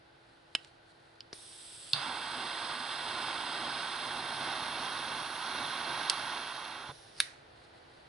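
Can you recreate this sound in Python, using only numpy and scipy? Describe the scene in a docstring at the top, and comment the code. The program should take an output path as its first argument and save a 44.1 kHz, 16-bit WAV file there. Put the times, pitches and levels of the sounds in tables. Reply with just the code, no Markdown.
"""A metal lid clicks open: a torch lighter, close up in a quiet room with a humming fan.
Gloved fingers push the slider and gas hisses through the nozzle and mixing tube. The igniter snaps,
and the turbulent jet flame roars in the burner's resonances; the hiss rises in pitch with the heat.
The slider springs back, the pressure drains, the flame starves and goes out, and the lid snaps shut.
Each click is a hard blow with a brief chatter that rings the metal case."""
import sys
import numpy as np
from scipy import signal
from scipy.fft import rfft, irfft
from scipy.io import wavfile

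SR = 44100
rng = np.random.default_rng(int(sys.argv[2]) if len(sys.argv) > 2 else 0)


def store_wav(level_fs):
    """Save 16-bit WAV to argv[1]."""
    pcm = np.round(np.clip(np.atleast_2d(level_fs), -1, 1) * 32767)
    wavfile.write(sys.argv[1], SR, pcm.T.astype(np.int16))


N = 356328
FRAME = 2048
HOP = FRAME // 4
BINS_HZ = np.fft.rfftfreq(FRAME, 1 / SR)
FRAMES_S = np.arange(N // HOP + 5) * HOP / SR
TIME_S = np.arange(N) / SR

FLAME_DB, FLAME_DB_PER_PRESSURE_DB = -38, 0.53
CATCH_S, YOUNG_DB, SETTLE_S = 0.005, -1.5, 0.18
FLARE_DB, FLARE_LEAD_S, FLARE_S = 2.5, 0.025, 0.047
OUT_S, DIE_S = 6.925, 0.014
BITE_COOL_DB, BITE_HOT_DB = 0.5, -1
# Turbulent flame spectrum: (frequency [Hz], density [dB])
ROAR_SPECTRUM = [(30, -34), (60, -19.5), (200, -16.5), (450, -13), (700, -4), (1100, 1), (1750, -10),
                 (2450, -12), (3000, -14), (3800, -9.5), (4800, -17.5), (5800, -23), (6500, -30),
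                 (7300, -43)]
# Resonances of burner cup, open lid and nearby surfaces: (frequency [Hz], width [Hz], boost [dB])
BURNER_RESONANCES = [(139, 39, 8), (253, 59, 10), (347, 80, 8), (900, 210, 3), (1557, 292, 9),
                     (1909, 136, 6.5), (2117, 51, 8), (2234, 100, 6.5), (2732, 290, 9), (3242, 267, 11),
                     (3530, 180, 9.5), (3810, 210, 6.5), (4132, 133, 8.5), (4470, 420, 8), (5047, 220, 13),
                     (5559, 130, 9.5), (6110, 126, 10)]
# Roar balance: (frequency [Hz], left over right [dB])
ROAR_PAN = [(100, 1.5), (350, -1), (620, -1), (950, -7.5), (1300, -6), (1620, -10.5), (1800, 1),
            (2250, -8.5), (2520, 11.5), (2780, -9), (3030, 8), (3400, -3.5), (5000, -10), (6500, -17)]
# Roar phase between channels: (frequency [Hz], left lead [rad])
ROAR_PHASE = [(100, -0.13), (1500, -0.11), (1720, -1.2), (1860, 1), (2150, 0.63), (2380, -0.55),
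              (2900, 0.64), (3100, -0.55), (4300, -0.58), (5100, -1.7), (5400, 0.27), (6200, 0.24)]


def flame(flutter_db=0.43, swell_db=0.8, starve_tilt=0.15, starve_thin=0.35, lump_db=2.3, lump_hz=550):
    """Turbulence roars in the burner's resonances, thins and dulls as it starves, flares and dies."""
    frame_pressure_db = pressure_db(FRAMES_S)
    surge_db = lump_db * np.interp(FRAMES_S, TIME_S, wander(rate_hz=4.8))
    surge_db += starve_thin * frame_pressure_db
    flare_db = FLARE_DB * np.exp(-((FRAMES_S - OUT_S + FLARE_LEAD_S) / FLARE_S) ** 2)
    bite_db = np.interp(heat(FRAMES_S), [0, 1], [BITE_COOL_DB, BITE_HOT_DB])
    colour_db = at_hz(ROAR_SPECTRUM, BINS_HZ) + sum(bump(*row) for row in BURNER_RESONANCES)
    colour_db = colour_db + bump(hz=5270, width_hz=740, db=-4.5) + tube_resonance()
    colour_db -= 12 * np.clip((BINS_HZ - 7000) / 1000, 0, 2)  # top treble cut
    colour_db += starve_tilt * frame_pressure_db[:, None] * np.log2(np.maximum(BINS_HZ / 1000, 1))
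    colour_db += bump(hz=0, width_hz=2 * lump_hz, db=surge_db[:, None])
    colour_db += bump(hz=800, width_hz=1100, db=flare_db[:, None])
    colour_db += bump(hz=3600, width_hz=930, db=bite_db[:, None])
    roar = noise(colour_db, likeness=0.99, pan_db=at_hz(ROAR_PAN, BINS_HZ),
                 phase_rad=at_hz(ROAR_PHASE, BINS_HZ))
    young_db = YOUNG_DB * np.exp(-np.maximum(TIME_S - CLICK_S["igniter"], 0) / SETTLE_S)
    level_db = FLAME_DB + FLAME_DB_PER_PRESSURE_DB * pressure_db(TIME_S) + young_db
    level_db += flutter_db * wander(rate_hz=78) + swell_db * wander(rate_hz=3.3)
    return roar * amp(level_db) * gate(CLICK_S["igniter"], CATCH_S, OUT_S, DIE_S)


# Thumps as the flame catches and lets go: (time [s], level [dB], frequency [Hz], rise [s])
FLAME_PUFFS = [(1.935, -39.5, 135, 0.0049), (1.955, -47, 140, 0.015), (6.892, -44.5, 115, 0.0039),
               (6.909, -50, 140, 0.0079), (6.9156, -42, 493, 0.0011)]


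def puffs():
    """A few low cycles of suddenly expanding gas."""
    out, t = np.zeros((2, N)), np.arange(SR // 5) / SR
    for start_s, db, hz, rise_s in FLAME_PUFFS:
        envelope = t / rise_s * np.exp(1 - t / rise_s)
        add(out, start_s, amp(db) * envelope * np.sin(2 * np.pi * hz * t))
    return out


OPEN_S, CHOKE_S = 0.0082, 0.01
RUSH_DB, RUSH_AIRY_DB, RUSH_DB_PER_PRESSURE_DB = -52.5, -4.5, 0.64
SIZZLE_DB, SIZZLE_AIRY_DB, SIZZLE_DB_PER_PRESSURE_DB = -51.5, -2.5, 1.05
NOZZLE_HZ, NOZZLE_AIRY_DB, NOZZLE_GAS_DB, NOZZLE_CLEAR_S = 7860, -7.5, 8, 0.13
AIRY_PITCH_RISE, HOT_PITCH_RISE = 0.041, 0.1
RUSH_TUBE_HZ = 5250
# Jet rush with the tube at RUSH_TUBE_HZ: (frequency [Hz], density [dB])
RUSH_SPECTRUM = [(300, -14.5), (2200, -10.5), (2700, -8.5), (3550, 1), (4300, -4), (5200, -10),
                 (6000, -11.5), (6800, -13.5), (8000, -24), (11000, -20.5)]
# Jet sizzle with a cool burner: (frequency [Hz], density [dB])
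SIZZLE_SPECTRUM = [(6800, -29), (7400, -6.5), (7750, -1.5), (8500, 4.5), (9200, 5), (10200, -3),
                   (11000, -6)]
# Peaks and notches from reflections off the open lid: (frequency [Hz], width [Hz], gain [dB])
LID_REFLECTIONS = [(7400, 150, -3), (8730, 230, -5.5), (9700, 100, 2), (9870, 130, 1), (10630, 250, 5.5)]


def gas_jets():
    """Gas rushes and sizzles from valve opening until the lid chokes it; unlit, it rings the nozzle."""
    air, drop_db = tube_air(TIME_S), pressure_db(TIME_S)
    rush_db = RUSH_DB + RUSH_AIRY_DB * air + RUSH_DB_PER_PRESSURE_DB * drop_db
    sizzle_db = SIZZLE_DB + SIZZLE_AIRY_DB * air + SIZZLE_DB_PER_PRESSURE_DB * drop_db
    lid_db = sum(bump(*row) for row in LID_REFLECTIONS)
    rush_shift = tube_hz(FRAMES_S)[:, None] / RUSH_TUBE_HZ
    rush_colour_db = at_hz(RUSH_SPECTRUM, BINS_HZ / rush_shift) + lid_db
    rush_colour_db += tube_resonance(width_hz=880, boost_db=8)
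    rush = noise(rush_colour_db, likeness=0.55, pan_db=-4.0, phase_rad=-0.23)
    nozzle_air = np.exp(-np.maximum(FRAMES_S - CLICK_S["valve"], 0) / NOZZLE_CLEAR_S)
    sizzle_shift = (1 + AIRY_PITCH_RISE * nozzle_air + HOT_PITCH_RISE * heat(FRAMES_S))[:, None]
    unlit = FRAMES_S < CLICK_S["igniter"]
    ring_db = np.interp(nozzle_air, [0, 1], [NOZZLE_GAS_DB, NOZZLE_AIRY_DB]) * unlit
    sizzle_colour_db = at_hz(SIZZLE_SPECTRUM, BINS_HZ / sizzle_shift) + lid_db
    sizzle_colour_db += bump(hz=NOZZLE_HZ * sizzle_shift, width_hz=760, db=ring_db[:, None])
    sizzle = noise(sizzle_colour_db, likeness=1.0, pan_db=-0.5, phase_rad=0.94)
    flowing = gate(CLICK_S["valve"], OPEN_S, CLICK_S["latch"] + CHOKE_S, CHOKE_S)
    flicker = amp(0.33 * wander(rate_hz=40))
    return flowing * (amp(rush_db) * rush + amp(sizzle_db) * sizzle) * flicker


def pressure_db(t, first_second_db=15.5, curve=1.72):
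    """Gas pressure: full until the slider springs back, then draining."""
    return -first_second_db * np.maximum(t - CLICK_S["spring"], 0) ** curve


def heat(t, half_hot_s=2.37, spread_s=0.82, cool_s=0.6):
    """Burner heat, 0 to 1: rises after ignition, decays once the flame is out."""
    warming = (1 + np.tanh((t - CLICK_S["igniter"] - half_hot_s) / spread_s)) / 2
    return warming * np.exp(-np.maximum(t - OUT_S, 0) / cool_s)


def tube_air(t, fill_s=0.53):
    """Share of air that the gas has yet to drive out of the mixing tube."""
    return np.clip(1 - (t - CLICK_S["valve"]) / fill_s, 0, 1)


def tube_hz(t, cool_gas_hz=4990, air_rise_hz=520, heat_rise_hz=677):
    """Mixing tube pitch: falls as gas replaces air, rises with heat."""
    return cool_gas_hz + air_rise_hz * tube_air(t) + heat_rise_hz * heat(t)


def tube_resonance(width_hz=450, boost_db=5):
    """The mixing tube's moving peak, in dB per frame and bin."""
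    return bump(tube_hz(FRAMES_S)[:, None], width_hz, boost_db)


# Impacts of the moving parts: (time [s], level over 10 ms [dB], left over right [dB],
# chatter re blow [dB], chatter length [s], room re direct [dB], part)
PART_CLICKS = [ (0.5508, -25, -3, 6.5, 0.0036, -23.5, "hinge"), (0.647, -55, -2, 8, .002, -13, "tick"),
               (0.6728, -66, -.5, 4, .002, -14, "tick"), (1.2063, -45, -4, 1, 0.0018, -24, "slider"),
               (1.329, -41.5, 1, 17, 0.0052, -16, "valve"), (1.9336, -21.5, -4, -1, 0.002, -8, "igniter"),
               (6.0980, -22, -3, 12.5, 0.003, -18, "spring"), (7.2024, -19, -3, 7.5, 0.0037, -12, "latch"),
               ]
CLICK_S = {part: time_s for time_s, *_, part in PART_CLICKS}


def mechanism():
    """Lid, slider, valve and igniter strike in turn."""
    out = np.zeros((2, N))
    for time_s, *row in PART_CLICKS:
        add(out, time_s, click(*row))
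    return out


# Impact spectrum of each part: (frequency [Hz], density [dB])
PART_SPECTRA = { "hinge": [(50, -33), (250, -18), (1000, -20), (1550, -11), (2050, -20.5), (3060, 0),
                (3400, -13), (3900, -8), (4600, -24), (5200, -8.5), (5650, -30), (8000, -25.5),
                (11000, -28.5)], "tick": [(300, -30), (1500, -7), (2800, 5), (4200, 2), (5400, 1),
                (6800, -7), (8500, -4), (11000, -19)], "slider": [(300, -27), (2000, -24), (2900, -4),
                (3700, -12), (4600, 1), (5200, 0), (6200, -29), (8000, -27), (11000, -40)],
                "valve": [(80, -7), (400, 4.5), (1100, -7), (2100, -6), (2700, -10), (3500, -5), (5400, 3),
                (6600, -15), (9000, -20), (11000, -28)], "igniter": [(300, -42), (2300, -28), (2700, -8),
                (3000, -14), (3400, -3), (4600, 0.5), (5300, -16), (6200, -29), (8600, -31), (9500, -24),
                (11000, -25)], "spring": [(300, -30), (1200, -32), (1650, -10.5), (2200, -16), (3200, -5),
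                (3900, -5), (4550, 1), (5300, -2.5), (7100, -16.5), (8600, -7), (9800, -12),
                (11000, -12.5)], "latch": [(200, -41), (800, -25.5), (1300, -10), (1620, -5), (1850, -4.5),
                (2900, -7.5), (3300, -8), (3700, 3), (4400, -4.5), (6100, -13), (7100, -21), (8200, -16),
                (9000, -6), (11000, -8)], }
# Modes of the metal case: (frequency [Hz], level [dB], t60 [s])
CASE_MODES = [(1630, 12, 0.023), (1910, -9, 0.23), (2185, -4.5, 0.11), (2670, -6, .1), (2980, -3.5, 0.042),
              (3630, -4.5, 0.015), (4370, -7, 0.042), (5900, -8, .06), (9250, -15, .09)]


def click(level_db, pan_db, chatter_db, chatter_s, room_db, part,
          near_db=-10, near_t60_s=0.03, ring_db=-16):
    """A part strikes and chatters to rest; the case rings, near surfaces answer, the room follows."""
    tail = room_tail()
    t = np.arange(tail.shape[1]) / SR
    chatter = amp(chatter_db) * burst(np.exp(-(t / chatter_s) ** 2))
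    spectrum = rfft((t == 0) + chatter)
    flat = spectrum / abs(spectrum)  # chatter evened out, so each click keeps its part's colour
    contact = irfft(flat, len(t)) * np.exp(-(t / 0.033) ** 2)
    ring = sum(amp(db - 60 * t / t60_s) * np.cos(2 * np.pi * hz * t) for hz, db, t60_s in CASE_MODES)
    direct = (unit(contact) + amp(ring_db) * unit(ring)) / np.sqrt(len(t))
    near = burst(amp(-60 * t / near_t60_s) * np.minimum(t / chatter_s, 1))
    response = direct + amp(near_db) * near + amp(room_db) * tail
    sound = signal.fftconvolve(response, minimum_phase(PART_SPECTRA[part])[None], axes=1)
    rms_10_ms = np.sqrt(np.sum(sound ** 2, axis=1, keepdims=True) / (SR / 100))
    return amp(level_db) * pan_gains(pan_db)[:, None] * sound / rms_10_ms


# Hinge cam friction: (frequency [Hz], density [dB])
CAM_SPECTRUM = [(1500, -12), (3500, -11), (4800, -1.5), (5600, -7), (7000, -22), (9500, -8), (11000, -26)]


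def hinge_rub():
    """The hinge cam rubs hardest just as the lid shuts."""
    swing = stroke(CLICK_S["latch"], db=-50.5, length_s=0.08) * (TIME_S < CLICK_S["latch"])
    return friction(swing, CAM_SPECTRUM, pan_db=-3, grain_db=2.5, grain_hz=300)


# Finger strokes: (peak time [s], level [dB], length [s])
GRIP_STROKES = [(0.32, -74, 0.24), (0.617, -67, 0.21), (0.89, -70, 0.073), (1.06, -73, 0.36),
                (7.3, -66.5, 0.21), (7.62, -66.5, 0.14), (7.768, -70, 0.07), (7.96, -70, 0.2)]
# Glove fabric friction: (frequency [Hz], density [dB])
GLOVE_SPECTRUM = [(500, -14), (2000, -20), (4200, 9.5), (5500, -8.5), (7000, -9), (9200, -4),
                  (11000, -10.5)]


def glove_rub():
    """Gloved fingers rustle as they shift their grip."""
    effort = sum(stroke(*row) for row in GRIP_STROKES)
    return friction(effort, GLOVE_SPECTRUM, pan_db=-1, grain_db=2.2, grain_hz=90)


def friction(effort, spectrum, pan_db, grain_db, grain_hz):
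    """Many small slips that come in clumps under a stroke."""
    slips = noise(at_hz(spectrum, BINS_HZ), likeness=0.71, pan_db=pan_db)
    clumps = amp(grain_db * wander(grain_hz))
    return unit(slips * clumps) * effort


# Room decay: (frequency [Hz], t60 [s])
ROOM_DECAY = [(200, 0.27), (1500, 0.57), (4000, 0.26), (7000, 0.42), (11000, 0.19)]


def room_tail(size=22050, rise_s=0.0039):
    """Diffuse reflections of energy 1 a side, the top treble dying first."""
    hz, t, spectra = signal.stft(rng.standard_normal((2, size)), SR)
    decay = amp(-60 * t / at_hz(ROOM_DECAY, hz)[:, None])
    tail = signal.istft(spectra * decay, SR)[1][:, :size]
    onset = 1 - np.exp(-np.arange(size) / SR / rise_s)
    return unit(tail * onset) / np.sqrt(size)


AIR_DB, AIR_RISE_DB_PER_S, WHIR_DB = -61.5, 0.5238, -71
# Room air noise: (frequency [Hz], density [dB])
AIR_SPECTRUM = [(15, -51.5), (25, -17.5), (124, -7.5), (212, -17), (281, -9.5), (303, -27.5), (336, -14.5),
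                (362, -9.5), (721, -7.5), (1140, -14), (1950, -14.5), (2210, -19), (4400, -20), (7130, -40),
                (11000, -34.5), (14300, -48.5), (22000, -120)]
# Stereo likeness of the air noise: (frequency [Hz], correlation [-1 to 1])
AIR_LIKENESS = [(60, 1), (130, 0.96), (270, 0.44), (570, -0.16), (1200, -0.12), (2550, 0.31), (5390, 0.39),
                (11400, 0.72)]
# Fan hum partials: (frequency [Hz], rms level [dB])
FAN_HUM = [(114, -80.5), (140, -79), (333, -72.5), (835, -79)]


def room_tone():
    """Slowly growing air noise, with a fan's wavering hum and narrow whir of moving air."""
    air = noise(at_hz(AIR_SPECTRUM, BINS_HZ), likeness=at_hz(AIR_LIKENESS, BINS_HZ), pan_db=-1.0)
    hum = sum(amp(db) * np.sqrt(2) * np.sin(2 * np.pi * hz * TIME_S + 0.5 * wander(rate_hz=5.6))
              for hz, db in FAN_HUM)
    whir = noise(bump(hz=1490, width_hz=460, db=40), likeness=0, pan_db=1)
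    return amp(AIR_DB + AIR_RISE_DB_PER_S * TIME_S) * air + hum + amp(WHIR_DB) * whir


def noise(colour_db, likeness, pan_db, phase_rad=0):
    """Coloured stereo noise of rms 1, with a likeness, balance and phase between channels."""
    a, b, c, d = rng.standard_normal((4, len(FRAMES_S), len(BINS_HZ)))
    likeness = np.clip(likeness, -1, 1)
    left, independent = a + 1j * b, c + 1j * d
    right = (likeness * left + np.sqrt(1 - likeness ** 2) * independent) * np.exp(-1j * phase_rad)
    spectra = np.array([left, right]) * amp(colour_db) * pan_gains(pan_db + 0 * BINS_HZ)[:, None]
    _, sound = signal.istft(spectra, nperseg=FRAME, noverlap=FRAME - HOP, time_axis=1, freq_axis=2)
    return unit(sound[:, :N])


def burst(envelope, spread=0.59):
    """Enveloped noise of energy 1 a side, mostly common to both channels."""
    grains = rng.standard_normal(len(envelope)) + spread * rng.standard_normal((2, len(envelope)))
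    return unit(grains * envelope) / np.sqrt(len(envelope))


def wander(rate_hz):
    """Smooth random motion of rms 1, up to about rate_hz."""
    hz = np.fft.rfftfreq(N, 1 / SR)
    return unit(irfft(rfft(rng.standard_normal(N)) * np.exp(-(hz / rate_hz) ** 2), N))


def minimum_phase(spectrum, size=4096):
    """The sharpest impulse response with the given spectrum."""
    hz = abs(np.fft.fftfreq(size, 1 / SR))
    log_gain = np.log(amp(np.maximum(at_hz(spectrum, hz), -80)))
    return np.fft.ifft(np.exp(np.conj(signal.hilbert(log_gain)))).real[:size // 2]


def bump(hz, width_hz, db):
    """Rounded peak or dip, in dB per bin."""
    return db * 2 ** -((2 * (BINS_HZ - hz) / width_hz) ** 2)


def at_hz(points, hz):
    """Table lookup on a log-frequency axis."""
    point_hz, value = np.transpose(points)
    return np.interp(np.log(hz + 1), np.log(point_hz + 1), value)


def stroke(peak_s, db, length_s):
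    """Gain that swells and fades around peak_s."""
    return amp(db) * np.exp(-(2 * (TIME_S - peak_s) / length_s) ** 2)


def gate(start_s, attack_s, end_s, release_s):
    """Gain that rises from start_s, holds, and reaches zero at end_s."""
    return np.clip(np.minimum((TIME_S - start_s) / attack_s, (end_s - TIME_S) / release_s), 0, 1)


def pan_gains(pan_db):
    """Constant-power left and right gains."""
    pair = amp([pan_db / 2, -pan_db / 2])
    return pair / np.sqrt((pair ** 2).mean(0))


def add(mix, start_s, sound):
    """Mixes a sound in at start_s."""
    span = mix[:, round(start_s * SR):][:, :sound.shape[-1]]
    span += sound[..., :span.shape[-1]]


def amp(db):
    """Decibels to gain."""
    return 10 ** (np.asarray(db) / 20)


def unit(x):
    """Scales to rms 1."""
    return x / np.sqrt(np.mean(x ** 2) + 1e-20)


def scene():
    """The lighter in its room."""
    handling = glove_rub() + hinge_rub() + mechanism()
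    return handling + gas_jets() + flame() + puffs() + room_tone()


def record(dry, cutoff_hz=11090):
    """Steep low-pass band limit."""
    lowpass = signal.firwin(401, cutoff_hz, window=("kaiser", 7), fs=SR)
    return signal.oaconvolve(dry, lowpass[None], "same")


dry = scene()
out = record(dry)
store_wav(out)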